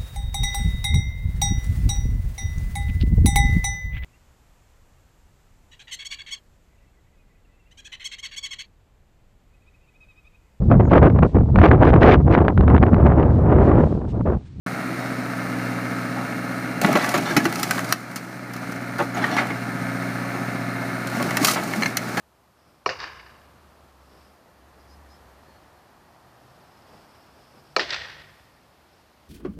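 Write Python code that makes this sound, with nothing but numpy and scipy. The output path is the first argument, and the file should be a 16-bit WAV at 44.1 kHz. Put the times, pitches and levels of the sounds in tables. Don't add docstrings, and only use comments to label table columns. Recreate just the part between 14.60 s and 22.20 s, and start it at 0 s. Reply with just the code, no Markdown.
import sys
import numpy as np
from scipy import signal
from scipy.io import wavfile
from scipy.ndimage import uniform_filter1d, minimum_filter1d

SR = 44100
rng = np.random.default_rng(int(sys.argv[2]) if len(sys.argv) > 2 else 0)


def master(y):
    cut = np.clip(np.atleast_2d(y).T, -1, 1)
    pcm = np.round(cut * 32767)
    wavfile.write(sys.argv[1], SR, pcm.astype(np.int16))


N = 335160
TIME = np.arange(N) / SR

# (time [s], peak [dB], thud [dB], splinters [dB], ring [Hz], decay [s], ring [dB])
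SNAPS = [(2.215, -11.5, 1, -4, 660, 0.0048, 2), (2.328, -12.5, -20, -3, 670, 0.0033, 10),
         (2.491, -13.5, -16, 16, 735, 0.0037, 0), (2.577, -14.5, 6, 0, 820, 0.0065, 3),
         (2.9255, -9.5, -8, -3, 1480, 0.0025, 6), (2.9567, -10, 2, -2, 1340, 0.004, 2),
         (2.992, -17, -2, -15, 1500, 0.0077, -4), (3.03, -3.5, -7, 3, 1350, 0.0061, 3),
         (3.1094, 0, -15, -4.5, 1530, 0.0031, 3), (3.1796, -9, -29, -17, 1620, 0.0026, 8),
         (3.192, -8, -4.5, -5.5, 1320, 0.0027, -1), (3.3243, 11, -14.5, -0.5, 1590, 0.0022, -2),
         (3.559, -5.5, -5, 1.5, 1370, 0.01, 5), (3.935, -17.5, -12.5, 5, 1380, 0.0064, -1),
         (3.964, -20, -10, 12, 1398, 0.0046, 0), (4.12, -17, -10, 0, 1398, 0.0051, 0),
         (4.383, -17.5, -7, -2.5, 1400, 0.02, -5), (4.421, -29, -15, 17, 1400, 0.012, -3),
         (6.472, -22.5, -7, -3, 696, 0.0038, 15), (6.57, -17.5, -16, -14, 670, 0.003, 16),
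         (6.626, -16, 7, -4, 620, 0.002, 12), (6.7072, -16, -16, -8, 2050, 0.0046, -1),
         (6.7698, -9, -16, -3, 2050, 0.0039, 2), (6.847, 1.5, -23, 8, 2440, 0.0046, -5),
         (6.87, -9, -24, 14.5, 1270, 0.023, 3), (6.935, -11, -5, 0, 729, 0.0051, 6),
         (7.3698, -5, -23, 4, 2100, 0.0038, -1)]
BUCKLES = [(2.246, -4, -1, -27, 790, 0.0051, -6), (2.2905, -11.5, -1, -24, 730, 0.014, 1),
           (2.3166, -10, -7, -23, 1290, 0.0063, 5), (2.353, -1.5, -8, -16, 610, 0.01, 2.5),
           (2.37, -9.5, -18, -10, 740, 0.0071, 6), (2.4431, -9, -19, -10, 1720, 0.0065, 11),
           (2.539, -5.5, -3.5, -9, 680, 0.023, -2), (2.7048, -11, -6, -25, 1620, 0.007, 10),
           (2.765, 1.5, 2, -3.5, 1900, 0.0092, -8), (2.7999, -9.5, -9, -17, 1660, 0.0094, 4),
           (2.8525, 0, -2, -8.5, 1520, 0.0061, -5), (4.57, -13, -4, -15, 1420, 0.017, -7),
           (4.641, -5.5, -6, -22, 1850, 0.004, 6), (4.765, -6.5, -8, -14, 1970, 0.007, -14),
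           (4.783, -4.5, -11, -23, 1990, 0.008, 3), (4.9004, -14.5, 0, -18, 2120, 0.019, 4),
           (6.8825, -6.5, -21, 1, 2000, 0.0052, 6), (6.905, -11, -12, -10, 1300, 0.01, 2),
           (6.959, -10.5, -10, -27, 706, 0.031, -7), (7.57, -10.5, -6, -9.5, 1670, 0.012, -1)]

def cracks():
    out = np.zeros(N)
    for time_s, *row in SNAPS:
        add(out, time_s, fracture(*row, rise_s=0.000095, highpass_hz=1140, ring_t60_s=0.016,
                                  shell_db=-18, trim_db=-5, thud_stretch=15, tail_db=-22))
    for time_s, *row in BUCKLES:
        add(out, time_s, fracture(*row, rise_s=0.0012, highpass_hz=150, ring_t60_s=0.039,
                                  shell_db=-5.5, trim_db=0.5, thud_stretch=1, tail_db=-38))
    return out


# (frequency [Hz], level [dB], t60 [s])
SHELL_MODES = [(160, -24, .12), (232, -12, .1), (275, -20, 0.079), (388, 6, 0.12), (595.3, 8, 0.23),
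               (662, 11, 0.064), (744, 10, 0.11), (844, 8, 0.071), (1160, 10, 0.13), (1337, 5, 0.07),
               (1678, 0.5, 0.089), (1965, 12.5, 0.057), (2206, 9.5, 0.06)]
TRIM_MODES = [(2090, -3.5, 0.034), (2660, -1.5, 0.044), (3100, 1, 0.02), (4265, 4, 0.019),
              (5260, -4.5, .025), (5910, -2.5, 0.027), (6780, -2.5, 0.015), (7430, -6.5, 0.028)]
# (frequency [Hz], gain [dB])
BOOM_SPECTRUM = [(30, -38), (85, -29.5), (150, -2.5), (250, -1), (350, -5), (450, -11), (900, -43.5),
                 (3000, -64)]
TEAR_SPECTRUM = [(100, -19), (350, -27), (620, 9), (850, 7.5), (1020, -1), (1250, 3.5), (1700, 2),
                 (2200, -6.5), (2900, -11.5), (4500, -17), (15000, -73)]
GLASS_SPECTRUM = [(800, -70), (2200, 4), (3300, -6), (4300, 2), (6300, 0.5), (8000, -4), (9300, -2.5),
                  (11000, -6), (15000, -7)]

def fracture(peak_db, thud_db, splinter_db, ring_hz, decay_s, ring_db,
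             rise_s, highpass_hz, ring_t60_s, shell_db, trim_db, thud_stretch, tail_db, size=11000):
    t = np.arange(size) / SR
    slips, shove, chips = rng.choice([-1., 1.], (3, size))
    burst = (1 - np.exp(-t / rise_s)) * (np.exp(-t / decay_s) + amp(tail_db) * np.exp(-t / 0.0038))
    heave = (1 - np.exp(-t / 0.0036)) * np.exp(-t / (thud_stretch * decay_s))
    slips, chips = slips * burst, chips * burst
    torn = unit(highpass(colour(slips, TEAR_SPECTRUM), highpass_hz))
    patch = amp(ring_db) * unit(ring(slips, [(ring_hz, 0, ring_t60_s)]))
    shell = amp(shell_db) * unit(ring(slips, SHELL_MODES))
    piece_modes = [(hz * (1 + 0.044 * rng.uniform(-1.28, 1)), db, t60) for hz, db, t60 in TRIM_MODES]
    trim = amp(trim_db) * unit(ring(chips, piece_modes))
    splinters = amp(splinter_db) * unit(unit(colour(chips, GLASS_SPECTRUM)) + trim)
    thud = amp(thud_db) * unit(colour(shove * heave, BOOM_SPECTRUM))
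    return at_peak(unit(torn + patch + shell) + thud + splinters, peak_db)


# (start [s], length [s], rise [s], boom [dB], crumpling [dB], glass [dB])
STROKES = [(2.215, 0.26, 0.022, -30.5, -24, -34.5), (2.261, 0.056, 0.0099, -17.5, -23, -48),
           (2.44, 0.3, 0.025, -30.5, -28, -37), (2.768, 0.17, 0.024, -27.5, -26, -34),
           (2.962, 0.21, 0.016, -31.5, -26, -30.5), (3.234, 0.094, 0.058, -46, -42, -32.5),
           (3.348, 0.38, 0.022, -35, -38, -39), (3.946, 0.19, 0.042, -33, -40, -41.5),
           (4.536, 0.29, 0.015, -27, -24.5, -40.5), (6.464, 0.38, 0.086, -40, -35.5, -42),
           (6.787, 0.093, 0.055, -27, -27.5, -27), (6.968, 0.28, 0.022, -28, -29.5, -34),
           (7.406, 0.28, 0.025, -35.5, -34.5, -39.5)]
# (level [dB], decay [s])
CRUMBS = [(-21, 0.05), (-25, 0.027), (-28, 0.046)]

def grinding_gains(swell_db_per_s=6, release_db_per_s=120, reference_decay_s=0.0083):
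    power = np.zeros((3, N))
    for start_s, length_s, rise_s, *levels_db in STROKES:
        t = TIME - start_s
        fall_db = swell_db_per_s * np.maximum(t, 0) - release_db_per_s * np.maximum(t - length_s, 0)
        effort = np.clip(t / rise_s, 0, 1) * amp(fall_db)
        power += (amp(levels_db)[:, None] * effort) ** 2
    t = np.arange(SR // 2) / SR
    for time_s, peak_db, thud_db, splinter_db, _, decay_s, _ in SNAPS + BUCKLES:
        for layer, share_db, (crumb_db, fade_s) in zip(power, (thud_db, 0, splinter_db), CRUMBS):
            gain = amp(peak_db + share_db + crumb_db) * decay_s / reference_decay_s
            add(layer, time_s, (gain * np.exp(-t / fade_s)) ** 2)
    return np.sqrt(power)


def crushing(shell_db=-4, uneven_db=0.4, spray_db=-7, spray_s=0.0049):
    boom_gain, crumple_gain, glass_gain = grinding_gains()
    creases = grains(per_s=1500, spread_db=2)
    shell = amp(shell_db) * unit(ring(creases, SHELL_MODES[4:]))
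    metal = unit(unit(colour(creases, TEAR_SPECTRUM)) + shell)
    panels = unit(colour(rng.standard_normal(N), BOOM_SPECTRUM))
    splinters = unit(colour(grains(per_s=10000, spread_db=-4), GLASS_SPECTRUM) * amp(0.43 * drift(170)))
    shards = abs(grains(per_s=52, spread_db=5.5))
    sprays = signal.lfilter([1], [1, -np.exp(-1 / (spray_s * SR))], shards)
    splinters = unit(splinters * (1 + amp(spray_db) * unit(sprays)))
    return (panels * boom_gain + metal * crumple_gain + splinters * glass_gain) * amp(uneven_db * drift(25))


# (centre [s], length [s], level [dB], pitch [Hz], wobble [ratio], glide [octaves])
CREAKS = [(0.316, 0.1, -34, 345.5, 0.14, -0.023), (2.256, 0.043, -17.5, 203, 0.15, 0.11),
          (2.3, 0.089, -22, 162.7, 0.07, -0.019), (2.303, 0.049, -19, 723, 0.09, 0.11),
          (2.37, .04, -21, 623, 0, 0.02), (2.36, 0.022, -16, 1124, 0, -0.18),
          (2.777, 0.03, -14, 284, 0, -0.37), (2.843, 0.021, -13.5, 254, 0.06, 0),
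          (2.864, 0.02, -7.5, 314, .03, -0.13), (4.55, .016, -33, 6660, .03, -0.088),
          (4.645, .014, -15, 1860, 0, -0.08), (4.79, 0.043, -23, 2090, 0.1, -0.12),
          (6.597, 0.11, -28, 228, 0.13, 0.046), (6.821, .028, -21.5, 291, 0, 0.092),
          (6.844, 0.0243, -26, 750, .08, 0.24), (6.847, 0.039, -22.5, 1140, 0.05, 0.22),
          (6.873, .03, -23, 1400, .05, 0.2), (6.887, 0.013, -8.5, 1243, 0.02, 0.055),
          (6.905, 0.01, -17, 1280, 0.14, -0.062), (6.918, 0.01, -21, 1260, 0.08, -0.069),
          (7.193, 0.077, -21, 211, 0.11, -0.14)]

def creaks(rough_db=3, slips_per_cycle=0.33):
    out = np.zeros(N)
    for centre_s, length_s, db, hz, wobble, glide_octaves in CREAKS:
        active = abs(TIME - centre_s) < length_s / 2
        t = TIME[active] - centre_s
        slip_count = (t + length_s / 2) * hz * slips_per_cycle
        bend, grip = (np.interp(slip_count, np.arange(512), k) for k in rng.standard_normal((2, 512)))
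        pitch_hz = hz * 2 ** (glide_octaves * t / length_s) * (1 + wobble * bend)
        tone = amp(rough_db * grip) * np.sin(2 * np.pi * np.cumsum(pitch_hz) / SR)
        out[active] += amp(db) * unit(tone) * np.cos(np.pi * t / length_s)
    return out


# (time [s], peak [dB], decay [s])
CLANKS = [(7.1359, -7, 0.0018), (7.2222, -6.5, 0.0051), (7.2328, -4, 0.0019), (7.2583, -5, 0.0031)]
CLUNKS = [(1.56, -25, 0.062), (4.388, -6, 0.01), (4.399, -3, 0.016), (4.781, -31, 0.021),
          (5.64, -29, 0.033), (5.74, -22.5, 0.027), (6.598, -15.5, 0.0076)]
# (frequency [Hz], level [dB], t60 [s])
PILLAR_MODES = [(1790, 7.5, 0.019), (2134, 10, 0.03), (2700, -5, 0.017), (4130, -1, 0.024),
                (5400, -10, .012), (6030, -3, 0.02), (7760, -20, 0.014)]
BUCKET_MODES = [(270, -18, 0.091), (358, 5, 0.11), (480, 2.5, 0.078), (580, 9.5, 0.063), (830, 3, 0.12),
                (896, 4, 0.061), (990, -1.5, 0.035), (1120, 7, 0.088), (1233, 2, 0.053), (1346, 9, 0.03),
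                (1480, -7, 0.036), (1730, -4, 0.06), (1890, -3, 0.06), (2160, -16, 0.055)]

def blows(rows, modes, rise_s, rasp_db, thud_db=-17, size=11000):
    t, out = np.arange(size) / SR, np.zeros(N)
    for time_s, peak_db, decay_s in rows:
        chatter = rng.standard_normal(size) * (1 - np.exp(-t / rise_s)) * np.exp(-t / decay_s)
        rasp = amp(rasp_db) * unit(colour(chatter, TEAR_SPECTRUM))
        thud = amp(thud_db) * unit(colour(chatter, BOOM_SPECTRUM))
        add(out, time_s, at_peak(unit(ring(chatter, modes)) + rasp + thud, peak_db))
    return out


# (start [s], length [s], rise [s], level [dB], pitch [ratio], tilt [dB/octave])
SCRAPES = [(2.384, 0.044, 0.0075, -22, 1.0, -2), (2.647, 0.071, 0.012, -24, 1.02, 0.5),
           (4.605, 0.047, 0.021, -22, .9, -1), (4.71, 0.04, .005, -28.5, .99, 7),
           (4.765, 0.039, .015, -18.5, 1.0, -5.5), (6.966, 0.019, .008, -24, .76, -3)]
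# (frequency [Hz], level [dB], t60 [s])
EDGE_MODES = [(1415, 1, 0.02), (1740, 1, 0.024), (2030, -5.5, 0.067), (2240, -9, 0.033), (2950, -7, 0.016),
              (3590, -7, 0.031), (4300, -7.5, 0.027), (5600, -9, 0.022)]

def scrapes(release_db_per_s=700, wobble=0.0393, size=11000):
    t, out = np.arange(size) / SR, np.zeros(N)
    slips, tension = grains(per_s=2500, spread_db=3), drift(160)
    for start_s, length_s, rise_s, db, pitch, tilt_db in SCRAPES:
        span = slice(round(start_s * SR), round(start_s * SR) + size)
        modes = [(hz * pitch, mode_db + tilt_db * np.log2(hz), t60) for hz, mode_db, t60 in EDGE_MODES]
        judder = np.clip(1 + wobble * tension[span], .5, 2)
        screech = np.interp(np.cumsum(judder), np.arange(size), unit(ring(slips[span], modes)))
        envelope = np.minimum(t / rise_s, 1) * amp(db - release_db_per_s * np.maximum(t - length_s, 0))
        add(out, start_s, screech * envelope)
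    return out


# (time [s], firing rate [Hz])
FIRING_RATE = [(0, 61), (.45, 61.3), (.8, 60.4), (1.25, 60), (2, 60.8), (2.5, 61.3), (3, 59.7), (3.5, 60.3),
               (3.75, 60.9), (4.1, 60.2), (5.25, 60.45), (6.1, 60.05), (6.6, 60.9), (7, 60), (7.6, 60.1)]
# (time [s], exhaust gain [dB], clatter, knock and hiss gain [dB])
ENGINE_LOAD = [(0, -5, 0.5), (.6, -2.5, -0.5), (1.2, -1, 0), (2.1, -3.5, -1), (2.7, 0.5, -1.5), (3.5, 4, 7),
               (4.2, 6.5, 7), (5, 1.5, 0.5), (6.2, -0.5, -1), (6.9, -0.5, 2.5), (7.6, -4, 0.5)]
# (frequency [Hz], gain [dB])
CLATTER_SPECTRUM = [(30, -52.5), (80, -21), (105, -23), (135, -6), (270, -4.5), (340, -9), (490, -17),
                    (650, -8.5), (1030, -18), (1330, -12), (1650, -13.5), (1900, -15.5), (2150, -14),
                    (2900, -31), (4000, -41)]
FAN_SPECTRUM = [(1500, -62), (3100, -18.5), (3500, -11.5), (4200, -2.5), (4700, -7.5), (6300, -9.5),
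                (7750, -16.5), (9000, -10), (10200, -16), (11100, -16.5), (11700, -17), (12250, -29),
                (13200, -15), (15000, -20)]

def engine(clatter_db=-31, hiss_db=-46.5, repeat_power=0.33, throb=0.02, hunt_hz=.22, size=2940):
    cycles = np.cumsum(curves(FIRING_RATE)[0] + hunt_hz * drift(9)) / SR / 4
    exhaust_db, load_db = curves(ENGINE_LOAD)
    gears = highpass(np.interp(cycles % 1 * size, np.arange(size), rng.standard_normal(size)), hz=500)
    drive = rng.standard_normal(N) + np.sqrt(repeat_power) * gears
    clatter = unit(colour(drive * pulsation(cycles, depth=0.033), CLATTER_SPECTRUM))
    clatter *= amp(clatter_db + .5 * drift(7.1))
    rumble = signal.sosfiltfilt(signal.butter(2, 420, fs=SR, output="sos"), clatter)
    clatter += rumble * throb * (np.cos(2 * np.pi * cycles) - .5)
    hiss = unit(colour(rng.standard_normal(N) * pulsation(cycles, depth=0.07), FAN_SPECTRUM))
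    hiss *= amp(hiss_db + .5 * drift(12))
    return exhaust(cycles) * amp(exhaust_db) + (clatter + knocks(cycles) + hiss) * amp(load_db)


def pulsation(cycles, depth):
    firings = unit(np.exp(-(cycles * 4 % 1) / 0.56) - .29)
    strong_cylinder = np.cos(2 * np.pi * cycles)
    pistons = np.cos(2 * np.pi * 9 * cycles)
    return unit(np.exp(depth * (firings + strong_cylinder + pistons)))


ORDERS = (4, 8, 9, 11, 12, 15, 16, 17, 18, 20, 24, 30, 36, 46, 85, 94, 104, 116, 142)
# (level before the swing [dB], level after [dB])
ORDER_LEVELS = [(-57.5, -60), (-34, -35), (-60, -47.5), (-51, -48.5), (-34.5, -37), (-60.5, -42),
                (-39.5, -42.5), (-33.5, -42.5), (-40, -35.5), (-39, -51), (-92, -46), (-49, -68),
                (-44.5, -49), (-60, -44.5), (-41.5, -54), (-52, -48.5), (-49, -48), (-44.5, -45),
                (-53, -49)]
# (time [s], share [0-1])
SWING = [(2.2, 0), (4.3, 0.75), (6.4, 1), (7.6, 0.3)]

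def exhaust(cycles, waver_db=0.5):
    swing, = curves(SWING)
    out = np.zeros(N)
    for order, (before_db, after_db) in zip(ORDERS, ORDER_LEVELS):
        phase = 2 * np.pi * order * cycles + rng.uniform(-.7, .7) + .09 * drift(14)
        out += amp(before_db + (after_db - before_db) * swing + waver_db * drift(4.2)) * np.cos(phase)
    return np.sqrt(2) * out


# (place in the cycle [0-1], level [dB])
KNOCKS = [(.05, -2), (.15, -3), (.24, -3), (.47, -2.5), (0.709, -2), (.94, -5.5)]
# (frequency [Hz], level [dB], t60 [s])
BLOCK_MODES = [(696, -2.5, 0.029), (1296, -1, 0.026), (1423, 1.5, 0.023), (1600, -6.5, 0.022),
               (2120, -4, 0.028)]

def knocks(cycles, level_db=-37, uneven_db=2, slop_cycles=.007):
    taps = np.zeros(N)
    for place, db in KNOCKS:
        struck = np.diff(np.floor(cycles - place + slop_cycles * drift(15)), append=0) > 0
        taps += struck * amp(db + uneven_db * drift(15))
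    return amp(level_db) * unit(ring(taps, BLOCK_MODES))


# (frequency [Hz], level [dB], t60 [s])
VALVE_MODES = [(2763, 4, 0.049), (3777, 1, 0.042), (4170, 3, 0.04), (5270, -2, 0.042), (6480, -6, 0.04),
               (8730, -2, 0.02), (9000, -2.5, 0.04), (10470, -9, .035), (11900, -8, 0.026),
               (13100, -14, .02), (14020, -10, .02)]

def hydraulics(level_db=-51.3, waver_db=3):
    whistles = sum(ring(rng.standard_normal(N), [mode]) * amp(waver_db * drift(4.47))
                   for mode in VALVE_MODES)
    return amp(level_db) * unit(whistles)


def yard(x, scatter_db=-20, t60_s=0.16, slap_s=0.01, slap_db=-17, size=16000):
    t = np.arange(size) / SR
    taps = rng.standard_normal(size) * (rng.random(size) < .04) * (t > .005)
    taps = colour(taps * np.exp(-np.log(1000) * t / t60_s), [(200, 0), (2000, 0), (6000, -8), (15000, -15)])
    out = x + amp(scatter_db) * signal.oaconvolve(x, taps / np.linalg.norm(taps))[:N]
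    add(out, slap_s, amp(slap_db) * x)
    return out


def amp(db):
    return 10 ** (np.asarray(db) / 20)


def unit(x):
    return x / np.sqrt(np.mean(x ** 2) + 1e-20)


def outline(x):
    return 2 * np.sqrt(abs(uniform_filter1d(x ** 2, 130)) + 1e-18)


def at_peak(x, db):
    return amp(db) * x / outline(x).max()


def curves(rows):
    times_s, *columns = np.transpose(rows)
    return [np.interp(TIME, times_s, column) for column in columns]


def add(mix, time_s, sound):
    part = mix[round(time_s * SR):][:len(sound)]
    part += sound[:len(part)]


def highpass(x, hz, order=2):
    return signal.sosfilt(signal.butter(order, hz, "high", fs=SR, output="sos"), x)


def colour(x, spectrum, size=4096):
    hz, db = np.transpose(spectrum)
    bins_hz = abs(np.fft.fftfreq(size, 1 / SR)) + 1
    log_gain = np.log(amp(np.interp(np.log(bins_hz), np.log(hz), db)))
    taps = np.fft.ifft(np.exp(np.conj(signal.hilbert(log_gain)))).real
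    return signal.oaconvolve(x, taps[:size // 2])[:len(x)]


def ring(x, modes, size=8192):
    t = np.arange(size) / SR
    response = sum(amp(db) * np.exp(-np.log(1000) * t / t60) * np.sin(2 * np.pi * hz * t)
                   for hz, db, t60 in modes)
    return signal.oaconvolve(x, highpass(response, hz=150, order=4))[:len(x)]


def drift(per_s, size=32768):
    return unit(np.interp(TIME * per_s, np.arange(size), rng.standard_normal(size)))


def grains(per_s, spread_db):
    strength = amp(spread_db * np.minimum(rng.exponential(1, N), 3.5))
    return strength * rng.choice([-1, 1], N) * (rng.random(N) < per_s / SR)


def scene():
    clanks = blows(CLANKS, PILLAR_MODES, rise_s=0.0002, rasp_db=-12.5)
    clunks = blows(CLUNKS, BUCKET_MODES, rise_s=0.0018, rasp_db=-13)
    machine = engine() + hydraulics()
    car = cracks() + crushing() + creaks() + scrapes() + clanks + clunks
    return (machine + yard(car))[None]


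def record(dry, ceiling_db=-4, hold_s=0.37, recover_db_per_s=9, start_s=.062, lowpass_hz=15380):
    over_db = np.maximum(20 * np.log10(outline(dry[0])) - ceiling_db, 0)
    half_hold = int(hold_s * SR) // 2
    held_db = -minimum_filter1d(-over_db, 2 * half_hold + 1, origin=half_hold, mode="constant")
    recovery_db = recover_db_per_s * TIME
    duck_db = uniform_filter1d(np.maximum.accumulate(held_db + recovery_db) - recovery_db, 45)
    fade_in = np.clip((TIME - start_s) / .002, 0, 1)
    clipped = np.clip(dry * amp(-duck_db), -.62, .68) * fade_in
    lowpass = signal.firwin(301, lowpass_hz, window=("kaiser", 8), fs=SR)
    return signal.oaconvolve(clipped, lowpass[None], "same")


dry = scene()
out = record(dry)
master(out)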